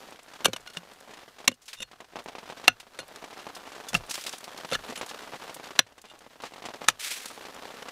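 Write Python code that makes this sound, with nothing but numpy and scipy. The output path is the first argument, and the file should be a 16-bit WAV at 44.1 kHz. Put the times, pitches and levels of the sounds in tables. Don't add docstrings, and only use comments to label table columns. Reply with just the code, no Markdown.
import sys
import numpy as np
from scipy import signal
from scipy.fft import rfft, irfft
from scipy.io import wavfile
from scipy.ndimage import map_coordinates

SR = 44100
rng = np.random.default_rng(int(sys.argv[2]) if len(sys.argv) > 2 else 0)


def master(y):
    cut = np.clip(np.atleast_2d(y).T, -1, 1)
    pcm = np.round(cut * 32767)
    wavfile.write(sys.argv[1], SR, pcm.astype(np.int16))


def to_linear_factor(level_db):
    exponent = np.asarray(level_db, float) / 20
    return 10 ** exponent


N = 348831

# pitch_hz, level_db, t60_s (time to fade by 60 dB)
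STEEL = [(2830, 0, .03), (3600, -3, .025), (5950, -12, .025), (7600, -11, .02), (9870, -10, .025)]
# pitch_hz, level_db, t60_s
HEAD = [(1450, -1, .085), (4290, -7, .08), (6000, -10, .055)]
# frequency_hz, level_db (per Hz)
CRACK = [(350, -25), (600, 6.5), (2720, 7.5), (3690, 6.5), (5010, 0.5), (5830, 5), (13400, -11.5),
         (16500, -42)]


def unit(x):
    return x / np.sqrt(np.mean(x ** 2) + 1e-20)


def curves(rows):
    times, *columns = np.transpose(rows)
    t = np.arange(N) / SR
    return [np.interp(t, times, column, left=-150, right=-150) for column in columns]


def swell(s, db, rise, hold, fall):
    held = s + hold
    return to_linear_factor(curves([(s - rise, db - 25), (s, db), (held, db), (held + fall, db - 25)])[0])


def coloured(x, spectrum, keep_level=False):
    f, db = np.transpose(spectrum)
    hz = np.fft.rfftfreq(4096, 1 / SR)
    gain = to_linear_factor(np.interp(np.log(hz + 1), np.log(f), db))
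    cepstrum = irfft(np.log(gain + 1e-5))
    cepstrum[1:2048] *= 2
    cepstrum[2049:] = 0
    response = irfft(np.exp(rfft(cepstrum)))
    if not keep_level:
        response = response / np.linalg.norm(response)
    return signal.oaconvolve(x, response)[:len(x)]


def add(track, s, sound):
    part = track[round(s * SR):][:len(sound)]
    part += sound[:len(part)]


def burst(t60, rise, parts=6, bend=1):
    t = np.arange(SR // parts) / SR
    fade = to_linear_factor(-60 * (t / t60) ** bend)
    return rng.standard_normal(len(t)) * fade * (1 - np.exp(-t / rise))


def ringing(modes, spread_db):
    t = np.arange(SR // 6) / SR
    rise_s = 0.00043
    out = np.zeros(len(t))
    for hz, db, t60 in modes:
        strength_db = db + spread_db * rng.normal()
        out += to_linear_factor(strength_db - 60 * t / t60) * np.sin(2 * np.pi * hz * t)
    return (1 - np.exp(-t / rise_s)) * out


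def sparse(rate, spread_db):
    chance, size = rng.random((2, N))
    return (chance < rate / SR) * to_linear_factor(-spread_db * np.log(size + .02))


def rumble():
    # peak_s, level_db
    jolts = [
        (.62, -67),
        (1.81, -60.5),
        (2.7, -57.5),
        (3.01, -67),
        (3.96, -40.5),
        (4.76, -49),
        (6.9, -57),
    ]
    # frequency_hz, level_db (per Hz)
    sway_colour = [(12, -41), (20, 5), (160, -0.5), (210, -51), (350, -120)]
    level = to_linear_factor(-75)
    for s, db in jolts:
        level = level + swell(s, db, rise=0.052, hold=0, fall=0.11)
    return level * unit(coloured(rng.standard_normal(N), sway_colour))


def sleet_db():
    # time_s, level_db
    fall = [(0, -47.5), (.2, -57.5), (.55, -48.5), (1.4, -53.5), (2.1, -52.5), (2.6, -48.5), (3.2, -44.5),
            (3.9, -46.5), (4.45, -49), (4.89, -44.5), (5.77, -49.5), (6.63, -48.5), (7.2, -42.5),
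            (7.91, -45)]
    # start_s, depth_db
    ducks = [
        (.457, 7.5),
        (1.479, 15),
        (2.681, 10.5),
        (5.791, 17.5),
        (6.884, 7.5),
    ]
    attack_s, recover_s = 0.021, 0.77
    starts, depths = np.array(ducks)[:, :1], np.array(ducks)[:, 1:]
    since = np.maximum(np.arange(N) / SR - starts, 0)
    dips = depths * (1 - np.exp(-since / attack_s)) * np.exp(-since / recover_s)
    return curves(fall)[0], dips.sum(axis=0)


def pellet(size):
    t = np.arange(SR // 16) / SR
    dent = np.exp(-((t - .0004) / (0.0001 * size)) ** 2)
    rebound = np.exp(-((t - .0004 - 0.00057 * size) / (0.00024 * size)) ** 2)
    push = 0.9 * rebound - dent
    echoes = rng.standard_normal(len(t)) * to_linear_factor(-60 * (t / 0.041) ** 1.39)
    echoes *= np.clip(t / 0.0015 - 1, 0, 1)
    return push + np.convolve(0.23 * echoes / np.linalg.norm(push), push[:100])[:len(t)]


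def patter():
    # frequency_hz, level_db (per Hz)
    fabric = [(71, -33), (120, -21.5), (529, 2), (735, -3.5), (1710, -1), (2190, -9), (3380, -6),
              (14300, -25.5), (15500, -39), (16500, -60.5)]
    # frequency_hz, level_db (per Hz)
    far_colour = [(240, -7), (941, -16.5), (1530, -7.5), (4400, -10.5), (15000, -21.5), (15700, -34),
                  (16500, -61.5)]
    fall_db, dip_db = sleet_db()
    drops_db = fall_db - dip_db
    hiss_db = -56.5 + 0.79 * (fall_db - fall_db.mean()) - 0.87 * dip_db

    pushes, ticks = np.zeros(N), np.zeros(N)
    for _ in range(10):
        hits = sparse(rate=20, spread_db=1.9)
        size = 0.72 * np.exp(0.34 * rng.normal())
        pushes += signal.oaconvolve(hits, pellet(size))[:N]
        ticks += hits * rng.random(N)
    tick_fade = to_linear_factor(-60 * np.arange(SR // 16) / SR / 0.022)
    ticks = signal.oaconvolve(ticks, tick_fade)[:N]
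    ticks = unit(coloured(ticks * rng.standard_normal(N), fabric))
    hiss = coloured(rng.standard_normal(N), far_colour)
    drops = to_linear_factor(-1.0) * unit(pushes) + to_linear_factor(-1.0) * ticks
    return to_linear_factor(drops_db) * drops + to_linear_factor(hiss_db + 3.0) * hiss


def near_sleet(*kinds):
    hard_above_db = -13
    low, soft, hard = np.zeros((3, N))
    for drops, tick_db in kinds:
        ticks = hard if tick_db > hard_above_db else soft
        for s, db in drops:
            add(low, s, to_linear_factor(db + 3.5) * pellet(size=np.exp(0.15 * rng.normal())))
            t60 = 0.039 * np.exp(0.32 * rng.normal())
            tick = burst(t60, rise=0.0013, parts=10, bend=1.416)
            add(ticks, s, to_linear_factor(db + tick_db + 6.5) * tick)
    soft = coloured(soft, [(800, -1.5), (1600, 8.0), (3500, 5.5), (6000, 0.0), (16000, -21.5)])
    hard = coloured(hard, [(800, 2.0), (1800, 12), (4000, 7.0), (7500, 1.0), (16000, -18.5)])
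    return low + soft + hard


def soil():
    # start_s, peak_db, centre_hz, t60_s
    rattles = [(0.933, -38, 8000, 0.021), (.782, -38, 5030, 0.022), (1.54, -43.5, 6000, 0.046),
               (1.617, -47, 6000, 0.16), (1.656, -44, 6440, 0.12), (0.6714, -37, 4090, 0.036),
               (0.7, -34, 4290, 0.02), (0.734, -41.5, 3620, 0.14), (1.6795, -34, 3600, 0.16),
               (1.73, -28, 2900, 0.083), (2.799, -32.5, 2900, 0.068), (3.159, -26, 4900, 0.017),
               (3.885, -26, 6450, 0.068), (4.095, -27, 6100, 0.088), (4.1086, -19, 5100, 0.062),
               (4.14, -21, 4420, 0.054), (4.153, -16.5, 3120, 0.022), (4.2097, -28, 5270, 0.034),
               (4.2383, -23, 4340, 0.025), (4.264, -22, 3970, 0.087), (4.2928, -19.5, 5250, 0.018),
               (4.3259, -30.5, 3430, 0.13), (4.44, -30, 4500, 0.062), (4.5747, -29.5, 3930, 0.046),
               (4.9562, -26.5, 3106, 0.056), (5.089, -31.5, 4200, 0.11), (5.543, -35, 3600, 0.038),
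               (6.4197, -33.5, 2958, 0.046), (7.256, -23, 6500, 0.039),
               (5.543, -26, 15000, 0.046), (5.978, -47, 8900, .04), (6.015, -37.5, 7400, 0.033),
                 (6.189, -38, 6000, 0.024), (3.959, -27, 4600, 0.079), (.107, -37, 9000, 0.021),
                 (0.23, -39.5, 9400, .03), (.605, -43, 7200, .04), (1.003, -39, 8300, 0.028),
                 (1.45, -40, 9000, 0.032), (2.239, -42, 11000, 0.042), (3.08, -34, 11900, 0.017),
                 (4.4078, -31.5, 11000, .012), (3.57, -43, 13000, 0.06), (3.55, -31, 5500, 0.054),
                 (4.063, -41, 9000, 0.039), (4.382, -28.5, 9000, 0.026), (4.704, -39, 9500, .03),
                 (5.061, -33, 7300, 0.049), (0.46, -13, 10000, 0.018), (7.024, -30, 5000, .04),
                 (7.045, -26, 4500, 0.069), (7.08, -33, 6000, .05), (7.113, -22.5, 3200, 0.063),
                 (7.219, -41, 6900, 0.045), (7.282, -30.5, 7100, 0.043), (5.7913, -12, 13500, 0.018),
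                 (7.545, -34, 7100, 0.023), (1.4783, -11, 11000, .014), (8, -37, 9000, 0.037)]
    # full_level_s, level_db, rise_s, hold_s, fall_s
    showers = [
        (4.136, -40, .016, 0.028, 0.38),
        (6.996, -34.5, 0.0047, 0.13, 0.32),
    ]
    # frequency_hz, level_db (per Hz)
    grit = [(350, -101), (600, -16), (1630, -2.5), (2470, 1), (9220, -5), (15200, -15), (15800, -24),
            (16500, -57)]
    # frequency_hz, level_db
    sheet = [(9000, 0), (16000, -8.5)]
    lumps = np.zeros(N)
    for s, db, hz, t60 in rattles:
        colour = [(hz / 20.0, -24), (hz / 1.9, -4), (hz, 0), (hz * 2.17, -8), (hz * 6, -16)]
        add(lumps, s, to_linear_factor(db - 3.0) * coloured(burst(t60, rise=0.0012), colour))
    level = sum(swell(*row) for row in showers)
    grain_fade = to_linear_factor(-60 * np.arange(SR // 16) / SR / 0.031)
    grains = signal.oaconvolve(sparse(rate=2200, spread_db=3), grain_fade)[:N]
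    shower = level * unit(coloured(grains * rng.standard_normal(N), grit))
    return coloured(lumps, sheet, keep_level=True) + shower


def scrape():
    # peak_s, level_db, rise_s, fall_s, dulling_db_per_khz
    strokes = [
        (.672, -58, 0.01, 0.066, 4),
        (1.828, -46.5, 0.065, 0.0069, -0.4),
        (2.996, -45.5, 0.013, 0.02, 0),
        (4.751, -41, 0.085, 0.0095, 1.5),
        (4.978, -46, 0.021, 0.043, -2),
        (6.107, -58, 0.081, 0.017, 0.5),
    ]
    out = np.zeros(N)
    for s, db, rise, fall, dull in strokes:
        grains = sparse(rate=1200, spread_db=5) * rng.standard_normal(N)
        slips = swell(s, db, rise, 0, fall) * unit(grains)
        modes = [(hz, level - dull * hz / 1000, t60) for hz, level, t60 in STEEL]
        blade = ringing(modes, spread_db=2) + to_linear_factor(-19) * ringing(HEAD, spread_db=4)
        out += signal.oaconvolve(slips, blade / np.linalg.norm(blade))[:N]
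        crunch = coloured(burst(0.013, rise=0.00012)[:SR // 40] / 8, CRACK)
        add(out, 0, to_linear_factor(1) * signal.oaconvolve(slips, crunch))
    return to_linear_factor(10.5) * out


def ground(low_t60, mid_t60):
    low_colour = [(50, -14.5), (110, 7.5), (170, -6.0), (300, -37), (3000, -73.0)]
    mid_colour = [(90, -18.0), (180, -5), (450, -11.0), (900, -32.5), (5000, -58)]
    low = coloured(burst(low_t60, rise=0.0047), low_colour)
    mid = coloured(burst(mid_t60, rise=0.00086), mid_colour)
    t = np.arange(len(low)) / SR
    start_hz, end_hz, sink_s = 213, 73, 0.027
    hz = end_hz + (start_hz - end_hz) * np.exp(-t / sink_s)
    slide = np.sin(2 * np.pi * np.cumsum(hz) / SR)
    slide *= to_linear_factor(-60 * t / .14) * (1 - np.exp(-t / .004))
    return 1.8 * low + 5 * mid + 1.6 * slide


def blows():
    # start_s, then four level_db
    strikes = [
        (0.457, -25, -22, -38, -16),
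        (1.479, -42, -18, -11.5, -8),
        (2.6792, -16, -12, -4, -28),
        (3.9493, -18, -16, -18, -41),
        (4.7512, -30, -39, -35, -33),
        (5.7909, -12, -39, -9, -9.5),
        (6.885, -15, -35, -14, -9),
    ]
    # pitch_hz, level_db, t60_s
    shank = [
        [(1296, 6, 0.019), (1720, 2, 0.028)],
        [(2167, -10.5, 0.037), (2737, 9.5, 0.021)],
        [(3682, 4.5, 0.01), (3960, -22, 0.011), (4073, 6, 0.012)],
        [(5100, -27, 0.012), (5940, -6, 0.022), (6960, 6.5, 0.0073), (7700, 6, 0.0029)],
    ]
    # start_s, level_db, pitch_hz, t60_s
    knocks = [(.67, -44, 4160, 0.063), (.702, -47, 4320, 0.055), (0.769, -35.5, 174, 0.15),
              (.85, -55, 4250, 0.089), (1.832, -48, 4300, 0.14), (2.684, -38, 5990, 0.11),
              (3.002, -35.5, 4235, 0.077), (3.943, -19.5, 165, 0.084), (4.89, -34, 246, 0.15),
              (3.9346, -19.5, 810, 0.0084), (0.456, -20, 550, 0.021), (.458, -23, 2300, 0.069),
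              (.533, -24, 3850, 0.022), (0.535, -33, 2990, .05), (1.479, -16, 533, 0.042),
              (2.68, -17, 740, 0.047), (2.68, -27, 4310, .012), (2.681, -25, 255, 0.05),
              (3.886, -34, 3490, 0.065), (3.948, -22.5, 702, 0.066), (3.948, -17, 1190, 0.024),
              (4.703, -43, 9850, 0.05), (5.792, -17, 5840, 0.031), (5.794, -31, 3600, 0.039),
              (6.886, -29, 5940, 0.071), (6.8835, -19, 9900, 0.021), (1.48, -24, 3520, 0.036),
              (.445, -22, 12200, .02), (4.668, -49, 9900, 0.05), (.77, -23.5, 2840, 0.031),
              (.77, -31, 3560, 0.037), (2.99, -45, 2930, .03), (2.991, -44, 3590, 0.027),
              (0.489, -53, 4320, .12), (5.791, -2.5, 3474, 0.017), (1.526, -37, 2900, 0.032),
              (4.722, -17, 526, 0.051), (4.723, -24, 2680, .03), (4.724, -21, 1370, 0.048),
              (4.73, -22, 3550, 0.034), (4.737, -23, 4250, 0.042), (4.743, -27, 3000, 0.038),
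              (4.747, -24, 1374, 0.052), (4.7545, -26, 1670, 0.02), (4.722, -36, 9850, 0.04),
              (5.7915, -17, 1050, 0.025)]
    out = np.zeros(N)
    for s, *family_db in strikes:
        for db, modes in zip(family_db, shank):
            add(out, s, to_linear_factor(db) * ringing(modes, spread_db=6.5))
    for s, db, hz, t60 in knocks:
        add(out, s, ringing([(hz, db, t60)], spread_db=0))
    return out


def pick():
    # start_s, crack_peak_db, then relative to it
    # thud_db, tip_ring_db, head_ring_db
    swings = [(0.446, -22, -18, 7, -17), (.453, -20, -20, 10.5, -40), (0.4561, -5, -22, -30, -15.5),
              (1.476, -20, -25.5, -4, -25), (1.4781, -5.5, -22, -10, -46), (2.6744, -39, -32, -5, -24),
              (2.6795, -6.5, -24, -37, -27), (3.931, -32, -10, -16, -5), (3.943, -22, -40, -15, -24),
              (3.947, -27, -6.5, -15, -20), (3.9494, -23.5, -6, -25, -6.5), (5.7874, -35, -10, -26, -41),
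              (5.791, -5.5, -27.5, -11.5, -34), (6.88, -33, -26, -10, -27), (6.8839, -21, -30, 3, -24),
              (6.885, -9.5, -25.5, -28, -35), (6.899, -28, -27, 0, -26)]
    taps = [(0.482, -39, 8, -21, -29), (0.532, -27.5, -10.5, -26, -13), (0.562, -33, -33, -3, -17),
            (.77, -32, -12, -10, -15), (1.515, -41, -5.5, -5, -29), (1.803, -44, -5.5, 12, -7),
            (1.818, -46.5, -5, -3, -22), (1.829, -40, -18, 11, -11), (2.989, -32, -10.5, -12, -10),
            (4.721, -31, -3.5, -24, -8), (4.7306, -24.5, -14, -19, -28), (4.743, -29.5, -12, -15, -20),
            (4.751, -28.5, -14.5, -20, -26), (4.897, -53, 10, -20, -32), (4.975, -35, -9.5, -8, -20)]
    # pitch_hz, level_db, t60_s
    thud = [(246, 3.5, 0.098), (526, 12.5, 0.061), (750, -1, 0.03)]
    crack, body = np.zeros(N), np.zeros(N)
    for s, db, thud_db, tip_db, head_db in swings + taps:
        crack_t60 = min(0.024 - 0.0032 * (db + 8.0), .036)
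        add(crack, s, to_linear_factor(db + 3.0) * burst(crack_t60, rise=0.00031))
        add(body, s, to_linear_factor(db + min(tip_db, 12)) * ringing(STEEL, spread_db=2))
        add(body, s, to_linear_factor(db + head_db - 1.0) * ringing(HEAD, spread_db=5))
        thump = to_linear_factor(-1.0) * ringing(thud, spread_db=4.5) + ground(low_t60=0.1, mid_t60=0.043)
        add(body, s, to_linear_factor(db + thud_db - 8.5) * thump)
    return coloured(crack, CRACK) + body


def frame(x):
    tail = coloured(burst(.09, rise=0.0016), [(700, -3.5), (2500, 2), (9000, -9.5)])
    grip_db, grip_per_s = 1.2, 160
    grip = map_coordinates(rng.standard_normal(N // 100), [np.arange(N) * grip_per_s / SR])
    scatter = signal.oaconvolve(x, tail / np.linalg.norm(tail))[:N]
    return x * to_linear_factor(grip_db * grip) + to_linear_factor(-27) * scatter


def scene():
    # start_s, push_peak_db
    wet = [(0.1137, -39), (0.1452, -40.5), (0.4199, -35), (0.9824, -50), (1.1163, -44), (1.9321, -37),
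           (2.0185, -38), (2.135, -38.5), (2.168, -27), (2.18, -34), (2.1966, -38.0), (2.2039, -34.5),
           (2.2964, -35), (2.3518, -26.5), (2.43, -33.5), (2.4763, -35.5), (2.5234, -29.0), (2.8678, -40),
           (3.0205, -38), (3.0308, -36), (3.1138, -37), (3.1606, -37), (3.173, -36.5), (3.3191, -38.5),
           (3.4989, -31.5), (3.5819, -40), (3.6757, -31.0), (3.7637, -32.5), (3.7804, -35), (3.8466, -36),
           (4.0079, -33), (4.2806, -29), (4.5873, -33), (5.2908, -38.5), (5.324, -31.5), (5.3355, -25.5),
           (5.3428, -28), (5.4044, -37), (5.5647, -31.5), (5.6054, -40), (5.6225, -44), (5.656, -35.5),
           (5.9112, -48.5), (5.9948, -50.5), (6.0609, -46), (6.1147, -38.5), (6.1596, -41.5), (6.2645, -36),
           (6.3576, -40.5), (6.461, -35), (6.745, -30.5), (6.8171, -24.0), (7.3028, -40), (7.4639, -40),
           (7.5516, -34), (7.5754, -34), (7.5899, -33.5), (7.6548, -30.5), (7.7038, -31), (7.86, -31.5)]
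    # start_s, push_peak_db
    damp = [(0.0389, -38), (0.0877, -37.5), (0.1229, -32.5), (0.8324, -37.5), (0.8732, -41), (1.0761, -40),
            (1.0928, -36.5), (1.1616, -43), (1.4137, -41.0), (1.4434, -34), (2.1571, -24.5),
            (2.2597, -27.5), (2.3305, -39), (2.3684, -37), (2.4034, -50), (2.4993, -26.5), (2.6553, -42),
            (2.8296, -41.5), (3.2255, -31.5), (3.4037, -35), (3.4673, -26), (3.7326, -39), (4.1788, -28),
            (4.3361, -27.5), (4.4788, -29.5), (4.6346, -31.0), (4.9239, -27.5), (5.0297, -26),
            (5.1355, -38), (5.2747, -31.5), (5.4213, -31.0), (5.5097, -35.0), (5.5978, -29.5),
            (6.0407, -39), (6.1368, -40), (6.2169, -47), (6.402, -32.5), (6.4282, -36.5), (6.4367, -23.0),
            (6.5211, -36), (6.5597, -34), (6.5808, -33.5), (6.6406, -30.5), (6.6617, -29), (6.6868, -26),
            (6.7043, -32.5), (7.3109, -35), (7.3766, -30), (7.4841, -38), (7.4944, -34)]
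    # start_s, push_peak_db
    slush = [(0.0159, -40), (0.4051, -31.5), (0.9594, -51), (1.1723, -39.5), (1.1887, -38), (1.2327, -38.5),
             (1.2789, -40.5), (1.4027, -35.0), (1.96, -48.5), (2.1882, -31), (2.2774, -35), (2.2851, -28),
             (2.3834, -29.5), (2.4568, -37), (2.5698, -38), (2.5771, -36.5), (2.5982, -35.5), (2.6405, -29),
             (2.9192, -48.5), (2.9303, -50.5), (3.2136, -46), (3.2774, -39), (3.3064, -35), (3.3288, -34),
             (3.3626, -38.0), (3.3728, -35), (3.3899, -32.5), (3.5656, -30.5), (3.5975, -37.0),
             (3.6535, -37), (3.8371, -36), (4.0367, -34.5), (4.0854, -38), (4.4304, -36), (4.5455, -34),
             (4.5639, -36), (4.6471, -25.5), (4.8051, -42), (4.8373, -32), (4.8822, -32), (5.012, -21.5),
             (5.1119, -28.5), (5.2181, -34), (5.234, -33.5), (5.4948, -28.5), (5.7067, -29),
             (6.0502, -39.5), (6.23, -51), (6.2429, -44.0), (6.3383, -54), (6.6213, -32.5), (6.738, -29),
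             (7.4305, -42), (7.4517, -30.5), (7.564, -36), (7.6151, -52), (7.6326, -32), (7.6763, -37),
             (7.7399, -34.5), (7.7861, -33.5)]
    # start_s, push_peak_db
    graupel = [(0.281, -41.0), (0.3359, -35.5), (1.0599, -50), (1.1066, -38.5), (1.1354, -35.5),
               (1.3846, -39), (2.0036, -34), (2.3215, -44), (2.6159, -41.5), (3.1442, -42), (3.2407, -29.5),
               (3.6682, -36), (3.6882, -39), (3.7189, -34), (3.7488, -36.0), (3.801, -36), (3.8685, -50),
               (5.3562, -34), (5.4542, -38.5), (5.6703, -33.5), (5.7532, -34), (5.8658, -44),
               (5.9222, -44.5), (5.98, -41), (6.1523, -43), (6.2061, -44.5), (6.3143, -51), (6.4512, -33.0),
               (6.5093, -43), (6.5364, -34), (7.4094, -33.5), (7.6692, -47), (7.8221, -32.5), (7.8742, -41),
               (7.8844, -28.5)]
    # start_s, push_peak_db
    ice = [(0.0771, -45), (0.1913, -40), (0.3142, -41.5), (0.3605, -40), (0.7017, -41), (0.9112, -47),
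           (0.933, -49), (1.214, -47), (1.61, -57), (1.9135, -40), (2.0439, -43.5), (2.1239, -45),
           (2.4897, -35), (2.6334, -43), (3.1881, -46), (3.4149, -41.0), (3.4885, -46), (4.1078, -32),
           (4.2627, -32.5), (4.5764, -36.5), (4.6001, -34), (4.7143, -29.5), (4.8975, -31), (5.6394, -33),
           (5.7605, -35.5), (5.8879, -51), (6.3057, -47), (6.6532, -27), (6.756, -38), (6.8093, -38.5),
           (6.8338, -40), (6.8412, -31), (7.2581, -32.5), (7.5421, -38.5), (7.7181, -39)]
    # frequency_hz, level_db
    mic = [(30, -15), (100, -10.5), (220, -2)]
    sleet = near_sleet((wet, -22), (slush, -15), (graupel, -12.5), (ice, -11.5)) + patter()
    sleet += near_sleet((damp, -19))
    steel = frame(pick() + blows())
    through_air = sleet + steel + scrape() + soil()
    return (rumble() + coloured(through_air, mic, keep_level=True))[None]


def top_cut(x):
    return signal.sosfilt(signal.butter(12, 16700, fs=SR, output="sos"), x)


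def record(dry):
    # frequency_hz, level_db
    edge = [(15600, 0), (15950, -22), (16700, -34), (16900, -95)]
    noisy = dry[0] + to_linear_factor(-79) * rng.standard_normal(N)
    ceiling = noisy / (1 + np.abs(noisy / .7) ** 6) ** (1 / 6)
    mix = coloured(ceiling, edge, keep_level=True)[None]
    return top_cut(mix)


dry = scene()
out = record(dry)
master(out)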